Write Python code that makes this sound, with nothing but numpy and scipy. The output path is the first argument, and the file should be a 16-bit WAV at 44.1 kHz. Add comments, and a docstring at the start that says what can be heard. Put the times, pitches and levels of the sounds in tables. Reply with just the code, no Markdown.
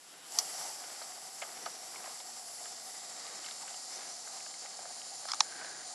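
"""A farmyard, where a smoke candle burns under a model plane, heard while backing away over gravel.
The jet is shaped noise in three voices: it opens, flares and settles to a hiss over a hollow rush,
with brief surges of resonant noise. Steps are swells of fine grains; stones are short ringing knocks.
A few sharp clicks and a rub ring a small hard body close by, and a motor hums faintly in sine tones.
"""
import sys
import numpy as np
from scipy import signal
from scipy.fft import rfft, irfft, next_fast_len
from scipy.io import wavfile
from scipy.ndimage import map_coordinates

SR = 44100
rng = np.random.default_rng(int(sys.argv[2]) if len(sys.argv) > 2 else 0)


def materialize(psi):
    """Save the field psi as 16-bit PCM at rate SR to the path in sys.argv[1].

    A 1-D psi becomes a single channel; in a 2-D psi each row is a channel.
    """
    bounded = np.clip(np.atleast_2d(psi).T, -1, 1)
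    quanta = np.round(bounded * 32767).astype(np.int16)
    wavfile.write(sys.argv[1], SR, quanta)


N = 261973

# Stereo image of the noise at two ports: pitch_hz, likeness (0 to 1), left_minus_right_db, left_lead_rad
PORT_IMAGE = [(60, 0.97, 1, 0.058), (130, 1, -0.5, 0), (299, 0.98, -0.5, 0.051), (736, 1, 0, 0.1),
              (3040, 1, 0, 0), (5200, 1, 0, 0), (6195, 1, -0.5, 0), (7380, 0.878, -1.5, 0.404),
              (8460, 0.55, -2, 1.03), (9575, 0.61, 8, 1.26), (10400, 0.52, 5.5, 0.52), (11500, 0.51, 5, 0)]
# Colour of the rush before its hollow ring is added: pitch_hz, relative_level_db
RUSH_COLOUR = [(30, -43), (65, -16.5), (95, -28.5), (150, -3), (210, -7.5), (290, -1), (450, -1),
               (600, -1.5), (1000, -1.5), (1500, 0), (2200, -3.5), (2550, -4), (3100, 0), (3800, -2.5),
               (5000, -7.5), (8000, -34)]
# Colour of the hiss before the glide moves its pitch: pitch_hz, relative_level_db
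HISS_COLOUR = [(2500, -63), (3700, -16.5), (4200, -1.5), (4600, 2), (5350, 3.5), (5900, -0.5), (6700, 0.5),
               (7300, 5.5), (7750, 3.5), (8100, -2.5), (8700, -2), (9300, -12), (12000, -53)]
# Colour of the sizzle before the glide moves its pitch: pitch_hz, relative_level_db
SIZZLE_COLOUR = [(6000, -41), (8000, -22), (9000, -1.5), (9450, 6), (9950, 5.5), (10400, -2.5),
                 (11100, 1.5), (11800, -6), (12500, -39)]
# Hollow resonances of the rush, before the overall ring level: pitch_hz, width_hz, gain_db
HOLLOW_MODES = [(748.8, 101, 12), (1170, 170, -6), (1978, 270, -4.5)]
# Hiss level while backing away, on top of its steady level: time_s, change_db
HISS_LEVEL_CURVE = [(.45, 1), (.75, 1), (1.0, 0.5), (1.2, -1.5), (1.55, -1), (1.88, -1.2), (2.15, 0.5),
                    (2.8, .2), (3.15, 1), (3.4, 1.5), (3.85, 1.6), (4.3, 2), (4.8, 1.06), (5.94, 1.5)]
# Tones of the motor once risen, before their waver: pitch_hz, level_db
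MOTOR_TONES = [(119, -86), (180.5, -82.5), (238.5, -78), (3590, -74.5), (3836, -70)]
# Stones on the ground: start_s, tick_db, tick_brightness_hz, own_ring_hz, thud_db, t60_s
STONE_KNOCKS = [(0.139, -64, 2000, 1380, -75, 0.022), (.321, -53, 9000, 6700, -72, .03),
                (.609, -62, 2520, 1500, -55, 0.042), (.839, -57, 2500, 2250, -73, 0.014),
                (.898, -61, 4000, 3700, -59, .02), (.9605, -69, 2400, 2300, -62, .02),
                (1.0145, -73, 2200, 1500, -53.5, 0.025), (1.021, -54.5, 6000, 4400, -70, 0.032),
                (1.040, -60.5, 2300, 2150, -76, .018), (1.121, -63, 3000, 2770, -80, .015),
                (1.175, -78, 1500, 540, -66, 0.042), (1.418, -48.5, 5200, 2100, -50, 0.035),
                (1.423, -48.5, 3400, 1400, -60, 0.046), (1.4342, -53, 2200, 1300, -65, 0.032),
                (1.448, -62, 2000, 1250, -58, .025), (1.4915, -61, 2000, 1570, -73, 0.021),
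                (1.6595, -50, 4400, 4400, -49.5, 0.02), (1.6625, -48, 1300, 1240, -50.5, 0.033),
                (1.669, -64, 1900, 1600, -52.5, 0.099), (1.9588, -56.5, 2500, 2220, -66, 0.022),
                (2.041, -58, 2500, 2500, -57, 0.042), (2.058, -59, 2200, 1900, -62, .03),
                (2.072, -59, 2000, 1200, -52.5, 0.038), (2.201, -58, 4000, 3600, -58.5, 0.039),
                (2.4845, -65, 2970, 2800, -74.5, 0.014), (2.657, -56.5, 3400, 1210, -78, 0.022),
                (3.267, -55.5, 5500, 4200, -69, 0.012), (3.444, -54, 3580, 3050, -74, 0.035),
                (3.462, -51, 6000, 4430, -68, 0.029), (3.486, -54.5, 3800, 3500, -71, 0.02),
                (3.5112, -54.5, 4600, 3470, -69, 0.019), (3.68, -57.5, 3000, 3070, -68, 0.035),
                (3.7415, -57.5, 3000, 2910, -75, 0.035), (4.275, -58.5, 2210, 1760, -71, 0.015),
                (4.405, -58, 2600, 2300, -69, .025), (4.463, -58, 3600, 1615, -61, 0.019),
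                (4.5404, -59.5, 4200, 2200, -75, 0.0117), (4.649, -73, 1500, 700, -57, 0.022),
                (4.659, -57, 2800, 1890, -65, 0.034), (4.788, -70, 1500, 700, -55, 0.024),
                (4.827, -71, 1500, 650, -59.5, 0.053), (4.852, -73, 1900, 1550, -55.5, 0.02),
                (4.903, -66, 1500, 780, -58.5, 0.033), (5.0172, -59, 3500, 1600, -71, 0.0095),
                (5.254, -51.5, 1950, 1490, -72, 0.0048), (5.6125, -51, 1800, 1530, -62, 0.056),
                (5.6455, -51, 1790, 1480, -62, 0.034)]
# Resonances of the stones: pitch_hz, width_hz, gain_db
STONE_RINGS = [(678, 220, 14), (1256, 150, 6.5), (1523, 96, 4), (2125, 150, 3.5), (2910, 400, -1.5),
               (4350, 1100, -12)]
# Surges of the jet: centre_s, length_s, pitch_hz, width_hz (of each of two resonances), peak_level_db
JET_SURGES = [(.37, 0.19, 770, 260, -51.5), (0.67, 0.15, 800, 260, -53.5), (0.608, 0.27, 5760, 1400, -49),
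              (1.417, 0.104, 7000, 1800, -51), (1.72, 0.46, 5710, 700, -53.5),
              (2.646, .16, 7350, 800, -53.5), (2.88, 0.205, 9900, 3500, -53.5),
              (3.195, 0.97, 1950, 327, -64), (3.635, 0.0213, 896, 200, -50),
              (3.675, 0.34, 7430, 1100, -51.5), (3.961, 0.11, 5700, 1500, -49.5),
              (4.128, 0.28, 5930, 400, -53), (4.498, 0.098, 7200, 700, -54)]
# Sharp clicks: start_s, level_db, low_body_db, middle_body_db, high_ring_pitch_ratio, chatter_share_db,
# chatter_t60_s, brightness_hz, catch_share_db, catch_lead_s, left_minus_right_db
SHARP_CLICKS = [(0.3875, -29.5, -12, -17, 1.01, -3, 0.051, 14000, -32, 0.00076, -1),
                (5.2861, -51, 4, 0, 0.92, -2, .02, 7000, -15, 0.002, -1),
                (5.3177, -39, -2, -10, 0.88, 1, 0.016, 9000, -12, 0.0007, -0.5),
                (5.3349, -41, 7.5, -4.5, 0.93, 2, 0.011, 7400, -9, 0.0019, -1),
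                (5.344, -49.5, 6, -9.5, 1.3, -2, 0.018, 8000, -11, .001, 3),
                (5.4057, -27, -0.5, -2.5, 1.02, -2, 0.016, 7000, -17.5, 0.0025, -2.5)]
# Resonances of the hard body before each touch reshapes them: pitch_hz, width_hz, gain_db
BODY_MODES = [(687, 160, -4), (850, 180, 6), (1250, 280, 5), (1810, 150, 4), (2250, 460, 4),
              (2930, 270, 2.5), (3590, 320, 8), (4020, 270, 10), (4800, 340, 6.5), (5130, 180, 9),
              (5650, 630, 11), (6460, 230, 5.5), (6660, 310, 4), (9050, 480, -0.5), (10500, 2200, -9)]
# Steps on the gravel: centre_s, length_s, scuff_db, scuff_pitch_hz, ring_at_that_pitch_db, sole_db, pebble_db
FOOTSTEPS = [(0.926, 0.422, -54.5, 1470, 0, -69, -83), (1.623, 0.55, -55, 1240, -7, -62.5, -64),
             (2.023, 0.32, -53.5, 1080, 5, -63, -60.5), (3.328, 0.713, -55.5, 1162, 1, -64.5, -66),
             (3.695, 0.114, -54, 2600, -6, -72, -76), (3.999, 0.27, -52.5, 1610, -16, -64, -66),
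             (4.848, 0.292, -58, 710, 11, -66, -66), (5.624, 0.53, -51, 1570, 12, -61.5, -76)]
# Colour of the scuffed gravel before each step's ring: pitch_hz, relative_level_db
GRAVEL_COLOUR = [(150, -31.5), (400, -2), (650, 3.5), (1250, 2), (1700, 2.5), (2200, 2.5), (2700, -4),
                 (4500, -0.5), (7000, -18), (12000, -45.5)]

TIME = np.arange(N) / SR
HIT_TIME = TIME[:SR // 20]  # a short contact is worked out over 50 ms
SIDES = np.array([[1], [-1]])  # left, right

# The jet is fully open at OPEN_S, flares until FLARE_END_S, then settles
OPEN_S, FLARE_END_S, SETTLE_S = 0.3542, 0.67, 0.12
# Hollow ring of the open jet, its change before opening, and its time to build up
RING_DB, WEAK_RING_DB, RING_ONSET_S = 3.5, -16, 0.033
# Hiss and sizzle start at this pitch ratio and sag from BACK_OFF_S on
NEAR_PITCH_RATIO, BACK_OFF_S, PITCH_SAG_PER_S = 1.028, 1.7, 0.018
MOTOR_RISE_S, MOTOR_START_DB = 1.7, -14  # the hum creeps in from this much lower
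THUD_LAG_S, THUD_BRIGHT_HZ = 0.002387, 1230
# Bare grit of a stone, then the level and sharpness of its own ring
STONE_DIRECT_DB, OWN_RING_DB, OWN_RING_Q = -7.5, 8, 7.7
CATCH_T60_S, CATCH_BRIGHT_HZ = 0.028, 6500
PEBBLES_PER_S, PEBBLE_T60_S = 15, 0.023
PEBBLE_BRIGHT_RATIO = 1.15  # pebble brightness over scuff pitch, before the mixed sizes
RUB_CENTRE_S, RUB_LENGTH_S, RUB_DB = 5.3, 0.056, -42
CUTOFF_HZ = 12250


def from_db(db):
    """Decibels to gain."""
    return 10 ** (np.asarray(db) / 20)


def pan(left_minus_right_db):
    """Left and right gains that share a level difference evenly."""
    return from_db(left_minus_right_db / 2 * SIDES)


def rms_one(x):
    """Scale to rms 1."""
    return x / np.sqrt(np.mean(x ** 2) + 1e-20)


def in_time(rows):
    """Each column of a curve at every sample."""
    s, *columns = np.transpose(rows)
    return [np.interp(TIME, s, column) for column in columns]


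def bins():
    """Frequencies of the FFT bins."""
    return np.fft.rfftfreq(next_fast_len(N, True), 1 / SR)


def in_pitch(rows):
    """Each column of a spectrum at every FFT bin, joined on a log pitch scale."""
    hz, *columns = np.transpose(rows)
    return [np.interp(np.log(bins() + 1), np.log(hz), column) for column in columns]


def spectrum_of(x):
    """FFT on those bins."""
    return rfft(x, next_fast_len(N, True))


def drift(rate):
    """Random wandering of rms 1, with `rate` knots per second joined by straight lines."""
    knots = rng.standard_normal(int(TIME[-1] * rate) + 2)
    return rms_one(np.interp(TIME * rate, np.arange(len(knots)), knots))


def resonate(x, hz, width_hz):
    """A two-pole resonance with a peak gain of about 1."""
    r = np.exp(-np.pi * width_hz / SR)
    feed = np.array([1, 0, -1]) * (1 - r * r) / 2
    return signal.lfilter(feed, [1, -2 * r * np.cos(2 * np.pi * hz / SR), r * r], x)


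def cut(x, hz, kind, order):
    """A Butterworth high- or low-pass."""
    sections = signal.butter(order, min(hz, SR / 2 - 1), kind, fs=SR, output="sos")
    return signal.sosfilt(sections, x)


def add(track, s, sound):
    """Mix a short stereo sound in at time s."""
    start = round(s * SR)
    track[:, start:start + sound.shape[1]] += sound[:, :N - start]


def ramp(start_s, length_s):
    """Rises evenly from 0 to 1."""
    return np.clip((TIME - start_s) / length_s, 0, 1)


def swell(centre_s, length_s):
    """A half-sine rise and fall around its centre."""
    return np.cos(np.pi * np.clip((TIME - centre_s) / length_s, -.5, .5))


def turbulence(colour_db):
    """Coloured noise at two ports, alike in the bass and parting in the treble; rms 1."""
    alike, pan_db, lead_rad = in_pitch(PORT_IMAGE)
    alike = np.clip(alike, -1, 1)
    mid, side = spectrum_of(rng.standard_normal((2, N)))
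    pair = np.sqrt(1 + alike) * mid + np.sqrt(1 - alike) * side * SIDES
    pair = pair * from_db(colour_db) * pan(pan_db) * np.exp(.5j * SIDES * lead_rad)
    return rms_one(irfft(pair)[:, :N])


def grains(per_s, spread_db):
    """Dense tiny impacts of uneven size, scattered at random."""
    sizes = from_db(spread_db * np.minimum(rng.exponential(1, N), 4))
    signed = sizes * rng.choice([-1, 1], N)
    return signed * (rng.random(N) < per_s / SR)


def contact(chatter_db, t60, apart_db):
    """One hard touch, then a dying, uneven chatter that reaches the two ports a little differently."""
    shared, apart = rng.standard_normal((2, len(HIT_TIME)))
    fade = from_db(-60 * HIT_TIME / t60)
    chatter = shared * np.abs(shared) ** 0.43 * fade  # the power makes the chatter uneven
    force = from_db(chatter_db) * chatter / np.linalg.norm(chatter)
    force[0] = 1  # the hard touch
    return rms_one(force) + from_db(apart_db) * rms_one(apart * fade) * SIDES


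def opened(length_s):
    """Rises evenly to 1, reached as the jet is fully open."""
    return ramp(OPEN_S - length_s, length_s)


def burn(steady_db, weak_db, flare_db, opening_s):
    """Gain of one voice of the jet: weak, flaring as it opens, then steady."""
    flare = np.exp(-np.maximum(TIME - FLARE_END_S, 0) / SETTLE_S)
    return from_db(steady_db + weak_db + opened(opening_s) * (flare_db * flare - weak_db))


def hollow(x):
    """The part of a sound that rings in the hollow resonances."""
    return sum(from_db(db) * resonate(x, hz, width) for hz, width, db in HOLLOW_MODES)


def glide(pair):
    """Read steady noise at an even speed, then ever more slowly, so that its pitch sinks."""
    speed = NEAR_PITCH_RATIO - PITCH_SAG_PER_S * np.maximum(TIME - BACK_OFF_S, 0)
    place = np.cumsum(speed) % (N - 1)
    return np.array([map_coordinates(side, [place], order=3) for side in pair])


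def candle():
    """Gas leaves the nozzle as a hollow rush, a hiss and a fine sizzle; uneven burning shakes all three."""
    flow = turbulence(in_pitch(RUSH_COLOUR)[0])
    ring_db = RING_DB + WEAK_RING_DB * (1 - opened(RING_ONSET_S))
    ringing = from_db(ring_db + 1.37 * drift(60))
    rush = rms_one(flow + ringing * hollow(flow)) * from_db(0.5 * drift(35))
    rush = rush * burn(steady_db=-54, weak_db=-7, flare_db=5, opening_s=0.53)

    hiss = glide(turbulence(in_pitch(HISS_COLOUR)[0]))
    hiss = hiss * from_db(in_time(HISS_LEVEL_CURVE)[0] + 0.33 * drift(9.0))
    hiss = hiss * burn(steady_db=-48, weak_db=-10.5, flare_db=2.5, opening_s=0.13)

    sizzle = glide(turbulence(in_pitch(SIZZLE_COLOUR)[0])) * from_db(1.13 * drift(5.1))
    sizzle = sizzle * burn(steady_db=-54.5, weak_db=-8, flare_db=7, opening_s=0.14)

    sputter = from_db(0.64 * drift(40))
    return (rush + hiss + sizzle) * sputter


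def motor(wobble_rad=0.25, waver_db=2.5):
    """A faint hum and a thin whine from sine tones, each slightly unsteady in phase and level."""
    tones = np.zeros(N)
    for hz, db in MOTOR_TONES:
        level = np.sqrt(2) * from_db(db + waver_db * drift(4))  # root 2 turns rms into peak
        tones += level * np.sin(2 * np.pi * hz * TIME + wobble_rad * drift(8.5))
    return tones * from_db(MOTOR_START_DB * (1 - ramp(0, MOTOR_RISE_S)))


def knock(bright_hz, t60, own_hz=None, grit_db=6):
    """A short gritty knock that rings the stones; the brighter it is, the less bass. Rms 1."""
    grit = cut(contact(grit_db, t60, apart_db=-18), bright_hz, "low", order=2)
    grit = cut(grit, 0.38 * bright_hz, "high", order=2)
    grit = cut(grit, 520, "high", order=5)
    sound = from_db(STONE_DIRECT_DB) * grit
    for hz, width, db in STONE_RINGS:
        sound = sound + from_db(db) * resonate(grit, hz, width)
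    if own_hz:
        sound = sound + from_db(OWN_RING_DB) * resonate(grit, own_hz, own_hz / OWN_RING_Q)
    return rms_one(sound)


def stones():
    """A larger stone tips under a sole: a short ringing tick, then a dull thud as it beds down."""
    out = np.zeros((2, N))
    for s, tick_db, bright_hz, own_hz, thud_db, t60 in STONE_KNOCKS:
        add(out, s, from_db(tick_db) * knock(bright_hz, t60, own_hz))
        add(out, s + THUD_LAG_S, from_db(thud_db) * knock(THUD_BRIGHT_HZ, t60, grit_db=4))
    return out


def surges():
    """Now and then the jet swells and sings breathily: noise through two equal resonances."""
    white = turbulence(np.zeros(len(bins())))
    out = np.zeros((2, N))
    for s, length, hz, width, db in JET_SURGES:
        breath = rms_one(resonate(resonate(white, hz, width), hz, width))
        out += from_db(db) * swell(s, length) * breath
    return out


def hard_body(force, low_db, middle_db, ratio):
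    """A small hard body rings; the touch sets its low and middle modes and shifts the high ones. Rms 1."""
    rings = 0
    for k, (hz, width, db) in enumerate(BODY_MODES):
        if hz < 1600:
            touch_db, shift = low_db, 1
        elif hz < 4200:
            touch_db, shift = middle_db, 1
        else:
            touch_db, shift = 0, ratio
        polarity = (-1) ** k  # neighbouring modes push in opposite directions
        rings = rings + polarity * from_db(db + touch_db) * resonate(force, hz * shift, width)
    return rms_one(cut(rings, 620, "high", order=6))


def clicks(apart_db=-13):
    """Each click catches with a tiny scrape, then snaps on the hard body; a low-pass softens its top."""
    out = np.zeros((2, N))
    for (s, level_db, low_db, middle_db, ratio, chatter_db, t60,
         bright_hz, catch_db, lead_s, pan_db) in SHARP_CLICKS:
        catch = cut(contact(15, CATCH_T60_S, apart_db), CATCH_BRIGHT_HZ, "low", order=4)
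        snap = cut(contact(chatter_db, t60, apart_db), bright_hz, "low", order=4)
        gain = from_db(level_db) * pan(pan_db)
        add(out, s - lead_s, gain * from_db(catch_db) * hard_body(catch, low_db, middle_db, ratio))
        add(out, s, gain * hard_body(snap, low_db, middle_db, ratio))
    return out


def crunch():
    """The dull sound of ground giving under a sole: grains through one broad low resonance. Rms 1."""
    sole = resonate(grains(per_s=2500, spread_db=4), 360, 380)
    sole = cut(sole, 140, "high", order=4)
    return rms_one(cut(sole, 720, "low", order=2))


def steps():
    """Each step presses out a dull crunch and drags a swell of grains, pitched by the stones it meets."""
    gravel = spectrum_of(grains(per_s=2500, spread_db=4)) * from_db(in_pitch(GRAVEL_COLOUR)[0])
    gravel = rms_one(irfft(gravel)[:N])
    sole = crunch() + from_db(-11) * crunch() * SIDES  # the second crunch widens the first
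    out = np.zeros((2, N))
    for s, length, scuff_db, scuff_hz, ring_db, sole_db, _ in FOOTSTEPS:
        scuff = rms_one(gravel + from_db(ring_db) * resonate(gravel, scuff_hz, 170))
        out += swell(s, length) * (from_db(scuff_db) * scuff + from_db(sole_db) * sole)
    return out


def pebbles(size_octaves=0.092):
    """Each step loosens small stones of mixed size at uneven moments while the foot is down."""
    out = np.zeros((2, N))
    for s, length, _, scuff_hz, _, _, pebble_db in FOOTSTEPS:
        for k, (wait, size) in enumerate(rng.uniform(-0.88, 1, size=(12, 2))):
            delay = (k + (1 + wait) / 2) / PEBBLES_PER_S
            if delay < length:
                bright_hz = PEBBLE_BRIGHT_RATIO * scuff_hz * 2 ** (size_octaves * size)
                tick = knock(bright_hz, PEBBLE_T60_S)
                add(out, s - length / 2 + delay, from_db(pebble_db) * tick)
    return out


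def rub(rasp_hz=1250, rasp_width_hz=450, rasp_db=-3):
    """A short gritty rub on the hard body among the last clicks, with a lower rasp, set to the right."""
    force = cut(grains(per_s=1800, spread_db=4), 5200, "low", order=4)
    body = hard_body(force, low_db=-5, middle_db=-11, ratio=.9)
    rasp = resonate(resonate(force, rasp_hz, rasp_width_hz), rasp_hz, rasp_width_hz)
    sound = body + from_db(rasp_db) * rms_one(rasp)
    return from_db(RUB_DB) * swell(RUB_CENTRE_S, RUB_LENGTH_S) * sound * pan(-4.0)


def scene():
    """Open air with no echo: the jet and its surges, the gravel, the motor, the clicks and the rub."""
    jet = candle() + surges()
    ground = stones() + steps() + pebbles()
    close_by = motor() + clicks() + rub()
    return jet + ground + close_by


def record(dry):
    """The top is cut steeply by an elliptic low-pass."""
    return signal.sosfilt(signal.ellip(10, .2, 75, CUTOFF_HZ, fs=SR, output="sos"), dry)


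dry = scene()
out = record(dry)
materialize(out)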